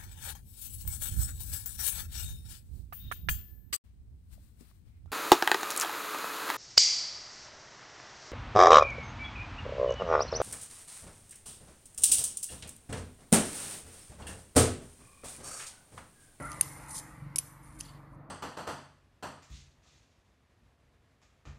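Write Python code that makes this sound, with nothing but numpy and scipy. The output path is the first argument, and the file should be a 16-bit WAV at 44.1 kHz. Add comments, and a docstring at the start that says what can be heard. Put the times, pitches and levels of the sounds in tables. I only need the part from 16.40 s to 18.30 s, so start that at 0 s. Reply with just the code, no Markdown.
"""A thin brush works grease into an open steel ratchet head, close up, in a yard. From the start an engine
idles behind it, over far traffic and a few fuzzy tones. The bristles whisper, then the brush's metal collar
taps the rim and the walls return a faint tail. At half a second a firmer stroke scrapes over the teeth;
near one second the collar chatters on the steel. At 1.4 s it taps again and squeaks as it is drawn off,
leaving the engine and the street."""
import sys
import numpy as np
from scipy import signal
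from scipy.fft import rfft, irfft
from scipy.io import wavfile
from scipy.ndimage import uniform_filter1d

SR = 44100
rng = np.random.default_rng(int(sys.argv[2]) if len(sys.argv) > 2 else 0)


def file_out(sig):
    """Save sig as 16-bit WAV at sys.argv[1]."""
    # one column per channel
    cols = np.atleast_2d(sig).T
    # limit, then scale
    lim = np.clip(cols, -1, 1)
    pcm = np.round(lim * 32767).astype(np.int16)
    wavfile.write(sys.argv[1], SR, pcm)


N = 83790

# The ring of the steel. Each row: mode in Hz, level in dB, time to fall 60 dB (t60) in seconds.
STEEL_MODES = [(2850, -22, .008), (3800, -21, .005), (4640, -14.5, .008), (6400, -6.5, 0.011),
               (7600, -9, 0.005), (8990, -1, .016), (10320, 0, .014), (9600, -7, 0.005),
               (10980, -12.5, .005), (12670, -10, .011), (14000, -23, .01)]
# The collar on the rim. Each row: start in seconds, attack in seconds, ring in dB, favoured pitch in Hz,
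# ring length as a factor, crunch in dB, crunch decay in seconds, tilt in dB per octave,
# send to the quick echoes in dB, send to the yard in dB.
COLLAR_TAPS = [(.1170, .0003, -25, 4640, 1, -39, .0018, -3, -14, -46),
               (.1285, .0006, -30, 6200, 1, -45, .003, -9, -14, -52),
               (.2110, .00006, -5.5, 9390, 1, -17, .0005, -2, -24, -15),
               (.2285, .0012, -31, 6400, 1.3, -46, .004, -4, -10, -50),
               (.9593, .0001, -19.5, 10200, .8, -24, .0026, 3, -18, -29),
               (.9643, .0002, -27, 9800, .6, -34, .0014, 3, -12, -40),
               (.9675, .0002, -30, 11200, .5, -42, .001, 0, -8, -47),
               (.9710, .0002, -27, 11200, .5, -44, .001, 3, -8, -47),
               (.9837, .0005, -11, 12600, .55, -23, .0014, -5, -13, -24),
               (.9842, .0004, -5, 2800, .7, -45, .001, -13, -20, -45),
               (.9874, .0004, -1.5, 10800, .33, -20, .0011, 0, -14, -21),
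               (.9911, .0003, -27, 12200, .65, -32, .0012, -1, -12, -42),
               (.9957, .0005, -32, 10300, 1.1, -48, .002, -1, -10, -50),
               (1.4025, .0002, -46, 9500, 1, -41.5, .007, -2.5, -20, -42),
               (1.4083, .0002, -23, 10300, .35, -37, .0006, 0, -22, -35),
               (1.4089, .0003, -15.5, 6300, .42, -31, .0009, -10, -25, -34)]
# The crunch of a sliding contact. Each row: frequency in Hz, relative level in dB.
CRUNCH_EQ = [(300, -22.5), (1900, -20.5), (2700, -3.5), (3600, -10), (5000, -1), (8000, -4), (10200, 0.5),
             (11500, -6.5), (14000, -19.5)]
# Brush strokes. Each row: start in seconds, time until release in seconds, level in dB,
# attack in seconds, release in seconds, pressure from 0 to 1.
BRUSH_STROKES = [(0, 0.3, -55.5, 0.0015, 0.057, 0.2), (0.215, 0.11, -54.5, 0.004, 0.19, 0.2),
                 (0.471, 0.12, -44.5, 0.039, .012, 0.1), (0.539, 0.06, -40.5, 0.018, 0.0047, 0.65),
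                 (1.017, 0.055, -60.5, 0.02, 0.056, 0.2), (1.216, 0.16, -65.5, 0.02, .01, 0.15),
                 (1.384, 0.026, -53.5, .008, 0.0072, 0.4), (1.413, 0.075, -62.5, 0.015, .04, 0.5),
                 (1.685, 0.07, -79.5, 0.039, .006, 0.3)]
# Bristles on steel, light and pressed hard. Each row: frequency in Hz, relative level in dB.
LIGHT_BRISTLE_EQ = [(2000, -46), (4000, -23), (6500, -14), (8100, -12), (9000, 0), (9700, -2), (10400, -2),
                    (11200, -17), (14000, -21)]
PRESSED_BRISTLE_EQ = [(1500, -31), (2800, -16.5), (3500, -5), (4700, -3), (6000, -1), (7500, 2.5),
                      (9100, -3), (10400, -1.5), (11300, -7.5), (14000, -16.5)]
# The collar drawn off. Each row: peak time in seconds, pitch in Hz, spread either side in Hz,
# level in dB, fade either side of the peak in seconds.
COLLAR_SQUEAKS = [(1.437, 5840, 400, -56.5, .007), (1.454, 4600, 380, -58, 0.012),
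                  (1.465, 3140, 503, -64.5, 0.057), (1.492, 4520, 280, -60, 0.016),
                  (1.548, 4440, 400, -71, 0.032), (1.557, 3100, 500, -73.5, 0.032)]
# The length of the yard's tail. Each row: frequency in Hz, t60 in seconds.
YARD_DECAY = [(500, 0.1), (4000, 0.36), (9000, 0.67), (14000, 0.72)]
# The colour of that tail. Each row: frequency in Hz, relative level in dB.
YARD_EQ = [(1000, -12.5), (3000, 1.5), (4500, -1.5), (7000, 0.5), (9000, -1.5), (10500, -3), (12000, 3),
           (14000, -3.5)]
# Exhaust resonances. Each row: pitch in Hz, relative level in dB, t60 in seconds.
EXHAUST_MODES = [(48.7, -8, .22), (120, 1, 0.13), (143.8, 9.5, 0.15), (164, -13, 0.029), (289, -7.5, 0.053),
                 (307, -14.5, .06), (595, -18.5, 0.097)]
# The engine's fader. Each row: time in seconds, level in dB.
ENGINE_FADER = [(0, -48.5), (.2, -50), (.5, -57), (.63, -53.5), (.75, -58), (.82, -45.5), (.87, -43),
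                (.94, -52.5), (1.1, -56), (1.35, -57.5), (1.55, -52.5), (1.66, -55.5), (1.77, -49.5),
                (1.9, -61)]
# The street's layers: traffic wash, rumble and low drone. Each row: frequency in Hz, relative level in dB.
WASH_EQ = [(100, -13), (370, -12), (460, -1.5), (700, -5.5), (880, 0.5), (1250, 0.5), (1650, -5.5),
           (2050, -2), (2600, -15.5), (3300, -21), (4500, -21.5), (8000, -34.5), (14000, -27)]
RUMBLE_EQ = [(20, -33), (32, -16.5), (44, 8.5), (65, -3), (100, -4.5), (160, -5.5), (220, -13.5), (320, -1),
             (370, -39), (600, -35.5), (2000, -73.5)]
DRONE_EQ = [(100, -16), (230, -2.5), (320, 5), (375, -16), (470, -5.5), (620, -4.5), (850, -7.5),
            (1200, -8), (2500, -32), (5000, -64)]
# Their faders. Each row: time in seconds, level in dB.
WASH_FADER = [(0, -52.5), (.15, -50), (.28, -53.5), (.55, -53), (.8, -58.5), (1.2, -60), (1.5, -58.5),
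              (1.9, -70.5)]
RUMBLE_FADER = [(0, -52), (.3, -53.5), (.65, -53), (.9, -56.5), (1.1, -60.5), (1.42, -52.5), (1.55, -64.5),
                (1.7, -56.5), (1.8, -60), (1.9, -59.5)]
DRONE_FADER = [(0, -43.5), (.1, -58), (.4, -67.5), (1.1, -74), (1.3, -77), (1.6, -58.5), (1.7, -61),
               (1.82, -56.5), (1.9, -55.5)]
# Distant tones. Each row: peak time in seconds, pitch in Hz, pitch wander in Hz, level in dB,
# fade either side of the peak in seconds.
FAR_TONES = [(0.054, 1385, 61, -40, 0.027), (0.11, 1350, 30, -48.5, 0.0306),
             (.118, 1206, 10.38, -45, 0.027), (0.024, 2030, 90, -52.5, .15), (0.022, 595, 11, -55.5, 0.072),
             (.53, 870, 45, -55.5, 0.15), (1.566, 1100, 11.3, -66, 0.042), (1.735, 990, 32.5, -56.5, 0.006),
             (1.6, 990, 41.3, -54.5, 0.0043)]

MONO_BELOW_HZ = 3800


def collar_taps():
    """Each tap rings the hand-damped steel, crunches as it slides and sends a crack into the yard."""
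    out, cracks, t = np.zeros((2, N)), np.zeros(N), np.arange(4096) / SR
    favour_octaves, others_db, port_rad = 0.13, -8, 0.19
    for s, attack, ring_db, favoured_hz, length, crunch_db, crunch_s, tilt, echo_db, yard_db in COLLAR_TAPS:
        ring = np.zeros((2, len(t)))
        for hz, db, t60 in STEEL_MODES:
            octaves = np.log2(hz / favoured_hz)
            favour = np.exp(-(octaves / favour_octaves) ** 2)
            strength = amp(db + others_db * (1 - favour) + tilt * octaves)
            # high modes arrive ahead at one microphone port and behind at the other
            phase = port_rad * (hz > MONO_BELOW_HZ) * rng.choice([-1, 1]) * np.array([[1], [-1]])
            ring += strength * decay(t, t60 * length) * np.sin(2 * np.pi * hz * t + phase)
        crunch = colour(rng.standard_normal(len(t)), CRUNCH_EQ, tilt) * np.exp(-t / crunch_s)
        click = (1 - np.exp(-t / attack)) * (amp(ring_db) * ring + amp(crunch_db) * crunch)
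        for channel, sound in zip(out, click + amp(echo_db) * quick_echoes(click.mean(0))):
            add(channel, s, sound)
        cracks[round(s * SR)] = amp(yard_db)
    return out, cracks


def brush():
    """Bristles slip over the teeth in tiny snaps; pressure broadens the sound."""
    out, t = np.zeros((2, N)), np.arange(N) / SR
    slips_per_s, slip_spread_db, hiss_gain = 2600, 3.5, 0.6
    judder_db, judder_s = 1.5, 0.005
    for start, length, db, attack, release, pressure in BRUSH_STROKES:
        size = amp(slip_spread_db * np.minimum(rng.exponential(1, (2, N)), 4))
        slips = unit_rms(size * rng.choice([-1, 1], (2, N)) * (rng.random((2, N)) < slips_per_s / SR))
        slips += hiss_gain * rng.standard_normal((2, N))
        judder = amp(judder_db * np.interp(t / judder_s, np.arange(N), rng.standard_normal(N)))
        light, pressed = colour(slips, LIGHT_BRISTLE_EQ), colour(slips, PRESSED_BRISTLE_EQ)
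        rub = unit_rms(judder * ((1 - pressure) * light + pressure * pressed))
        rub[0] += (1 - pressure) * grease_pops()  # in the mid channel only
        fade_in = np.clip((t - start) / attack, 0, 1)
        fade_out = np.exp(-np.maximum(t - start - length, 0) / release)
        out += amp(db) * unit_rms(squelch(rub)) * fade_in * fade_out
    return widen(*out, width=0.3)


def grease_pops(per_s=90, low_hz=7800, high_hz=10790, spread_db=3.5, decay_cycles=11):
    """Tiny bursts of air crackle in the stirred grease: sparse, short, pitched pops."""
    out, t = np.zeros(N), np.arange(256) / SR
    for when, pitch, size in rng.random((round(per_s * N / SR), 3)):
        hz = low_hz * (high_hz / low_hz) ** pitch
        db = spread_db * min(-np.log(size), 3)
        add(out, when * N / SR, amp(db) * np.exp(-t * hz / decay_cycles) * np.sin(2 * np.pi * hz * t))
    return out


def squelch(rub, depth_db=2.8):
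    """Sticky grease shifts the colour of the rubbing in small, quick patches."""
    spectrum = signal.stft(rub, SR, nperseg=256, noverlap=192)[2]
    spectrum *= amp(depth_db * patches(spectrum.shape[1:], frames=9, bins=6))
    return signal.istft(spectrum, nperseg=256, noverlap=192)[1][:, :N]


def collar_squeaks():
    """Metal slides on metal in short, hoarse squeaks, each a narrow band of noise."""
    out, t = np.zeros(N), np.arange(N) / SR
    for s, hz, spread_hz, db, fade_s in COLLAR_SQUEAKS:
        noise = rng.standard_normal(N) + 1j * rng.standard_normal(N)
        fuzz = signal.sosfilt(signal.butter(2, spread_hz, fs=SR, output="sos"), noise)
        squeak = unit_rms((fuzz * np.exp(2j * np.pi * hz * t)).real)
        out += amp(db) * np.exp(-((t - s) / fade_s) ** 2) * squeak
    return out


def quick_echoes(click, per_s=3000, t60=0.05):
    """Sparse reflections bounce off the things around the hands."""
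    t = np.arange(len(click)) / SR
    bounces = rng.standard_normal((2, len(t))) * (rng.random((2, len(t))) < per_s / SR) * decay(t, t60)
    bounces /= np.linalg.norm(bounces, axis=1, keepdims=True)
    return signal.fftconvolve(click[None], widen(*bounces, width=1), axes=1)[:, :len(t)]


def yard_tail(send, attack_s=0.01):
    """The walls return a bright tail whose treble lingers longest."""
    hz, t, spectrum = signal.stft(rng.standard_normal((2, N)), SR, nperseg=256)
    spectrum *= decay(t, at_hz(YARD_DECAY, hz)[:, None]) * amp(at_hz(YARD_EQ, hz))[:, None]
    tail = signal.istft(spectrum, nperseg=256)[1][:, :N] * np.minimum(np.arange(N) / SR / attack_s, 1)
    tail = widen(*tail / np.linalg.norm(tail[0]), width=0.37)
    return signal.fftconvolve(send[None], tail, axes=1)[:, :N]


def engine(firing_hz=23.4, first_s=0.00579, jitter_s=0.00015, spread_db=1.5, attack_s=0.0033):
    """Slow, slightly uneven firings ring the exhaust."""
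    preroll = SR // 2  # already idling as the scene opens
    out, t = np.zeros(N + preroll), np.arange(preroll) / SR
    for firing in range(-8, 46):
        chance = rng.standard_normal(len(EXHAUST_MODES) + 1)
        puff = sum(amp(db + spread_db * swing) * decay(t, t60) * np.sin(2 * np.pi * hz * t)
                   for (hz, db, t60), swing in zip(EXHAUST_MODES, chance))
        start = preroll / SR + first_s + firing / firing_hz + jitter_s * chance[-1]
        add(out, start, puff * (1 - np.exp(-t / attack_s)) ** 2)
    return unit_rms(out[preroll:]) * fader(ENGINE_FADER)


def street(patchy_db=2.2, dulling_db_per_s=2):
    """A patchy wash of far traffic fades and dulls over a rumble and a low drone."""
    hz, t, spectrum = signal.stft(rng.standard_normal(N), SR, nperseg=1024, noverlap=768)
    flicker_db = patchy_db * patches(spectrum.shape, frames=14, bins=4)
    treble = np.clip(np.log2((hz[:, None] + 1) / 1300), 0, 1)
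    dulling_db = dulling_db_per_s * treble * (t - t.mean())
    spectrum *= amp(at_hz(WASH_EQ, hz)[:, None] + flicker_db - dulling_db)
    wash = unit_rms(signal.istft(spectrum, nperseg=1024, noverlap=768)[1][:N])
    rumble = colour(rng.standard_normal(N), RUMBLE_EQ)
    drone = colour(rng.standard_normal(N), DRONE_EQ)
    return wash * fader(WASH_FADER) + rumble * fader(RUMBLE_FADER) + drone * fader(DRONE_FADER)


def far_tones():
    """A few fuzzy tones swell and die away in the distance."""
    out, t = np.zeros(N), np.arange(N) / SR
    for s, hz, wander_hz, db, fade_s in FAR_TONES:
        wander = unit_rms(uniform_filter1d(rng.standard_normal(N), size=200))
        tone = np.sqrt(2) * np.sin(2 * np.pi * np.cumsum(hz + wander_hz * wander) / SR)
        out += amp(db) * np.exp(-abs(t - s) / fade_s) * tone
    return out


def amp(db):
    """Decibels to gain."""
    return 10 ** (np.asarray(db) / 20)


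def unit_rms(x):
    """Scales to rms 1."""
    return x / np.sqrt(np.mean(x ** 2) + 1e-20)


def decay(t, t60):
    """An envelope that falls 60 dB in t60 seconds."""
    return np.exp(-np.log(1000) * t / t60)


def at_hz(points, hz):
    """Reads a curve on a log-frequency axis."""
    point_hz, value = np.transpose(points)
    return np.interp(np.log(hz + 1), np.log(point_hz), value)


def fader(points):
    """A level ride in dB as a gain per sample."""
    return amp(np.interp(np.arange(N) / SR, *np.transpose(points)))


def add(mix, s, sound):
    """Mixes a sound in at s seconds."""
    part = mix[max(round(s * SR), 0):][:len(sound)]
    part += sound[:len(part)]


def colour(x, eq, tilt_db=0):
    """Applies an EQ curve, tilted in dB per octave above 2500 Hz, and scales to rms 1."""
    hz = np.fft.rfftfreq(x.shape[-1], 1 / SR)
    octaves = np.log2(np.maximum(hz, 2500) / 8000)
    return unit_rms(irfft(rfft(x) * amp(at_hz(eq, hz) + tilt_db * octaves), x.shape[-1]))


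def patches(shape, frames, bins):
    """Random swells and dips, smoothed over time and frequency."""
    over_time = uniform_filter1d(rng.standard_normal(shape), size=frames, axis=1)
    return unit_rms(uniform_filter1d(over_time, size=bins, axis=0))


def widen(mid, side, width):
    """Left and right from mid and side; only the treble is wide."""
    side = signal.sosfilt(signal.butter(10, MONO_BELOW_HZ, "high", fs=SR, output="sos"), side)
    return np.array([mid + width * side, mid - width * side])


def scene():
    """Collar and brush up close, the yard's tail, and the engine and street behind."""
    clicks, cracks = collar_taps()
    scrape = brush()
    tail = yard_tail(cracks + amp(-31) * clicks.mean(0) + amp(-13.5) * scrape.mean(0))
    return clicks + scrape + collar_squeaks() + tail + engine() + street() + far_tones()


def record(dry, low_cut_hz=35, high_cut_hz=14350):
    """The microphone's low cut and a steep high cut."""
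    cut = signal.sosfilt(signal.butter(4, low_cut_hz, "high", fs=SR, output="sos"), dry)
    return signal.oaconvolve(cut, signal.firwin(301, high_cut_hz, window=("kaiser", 8), fs=SR)[None], "same")


dry = scene()
out = record(dry)
file_out(out)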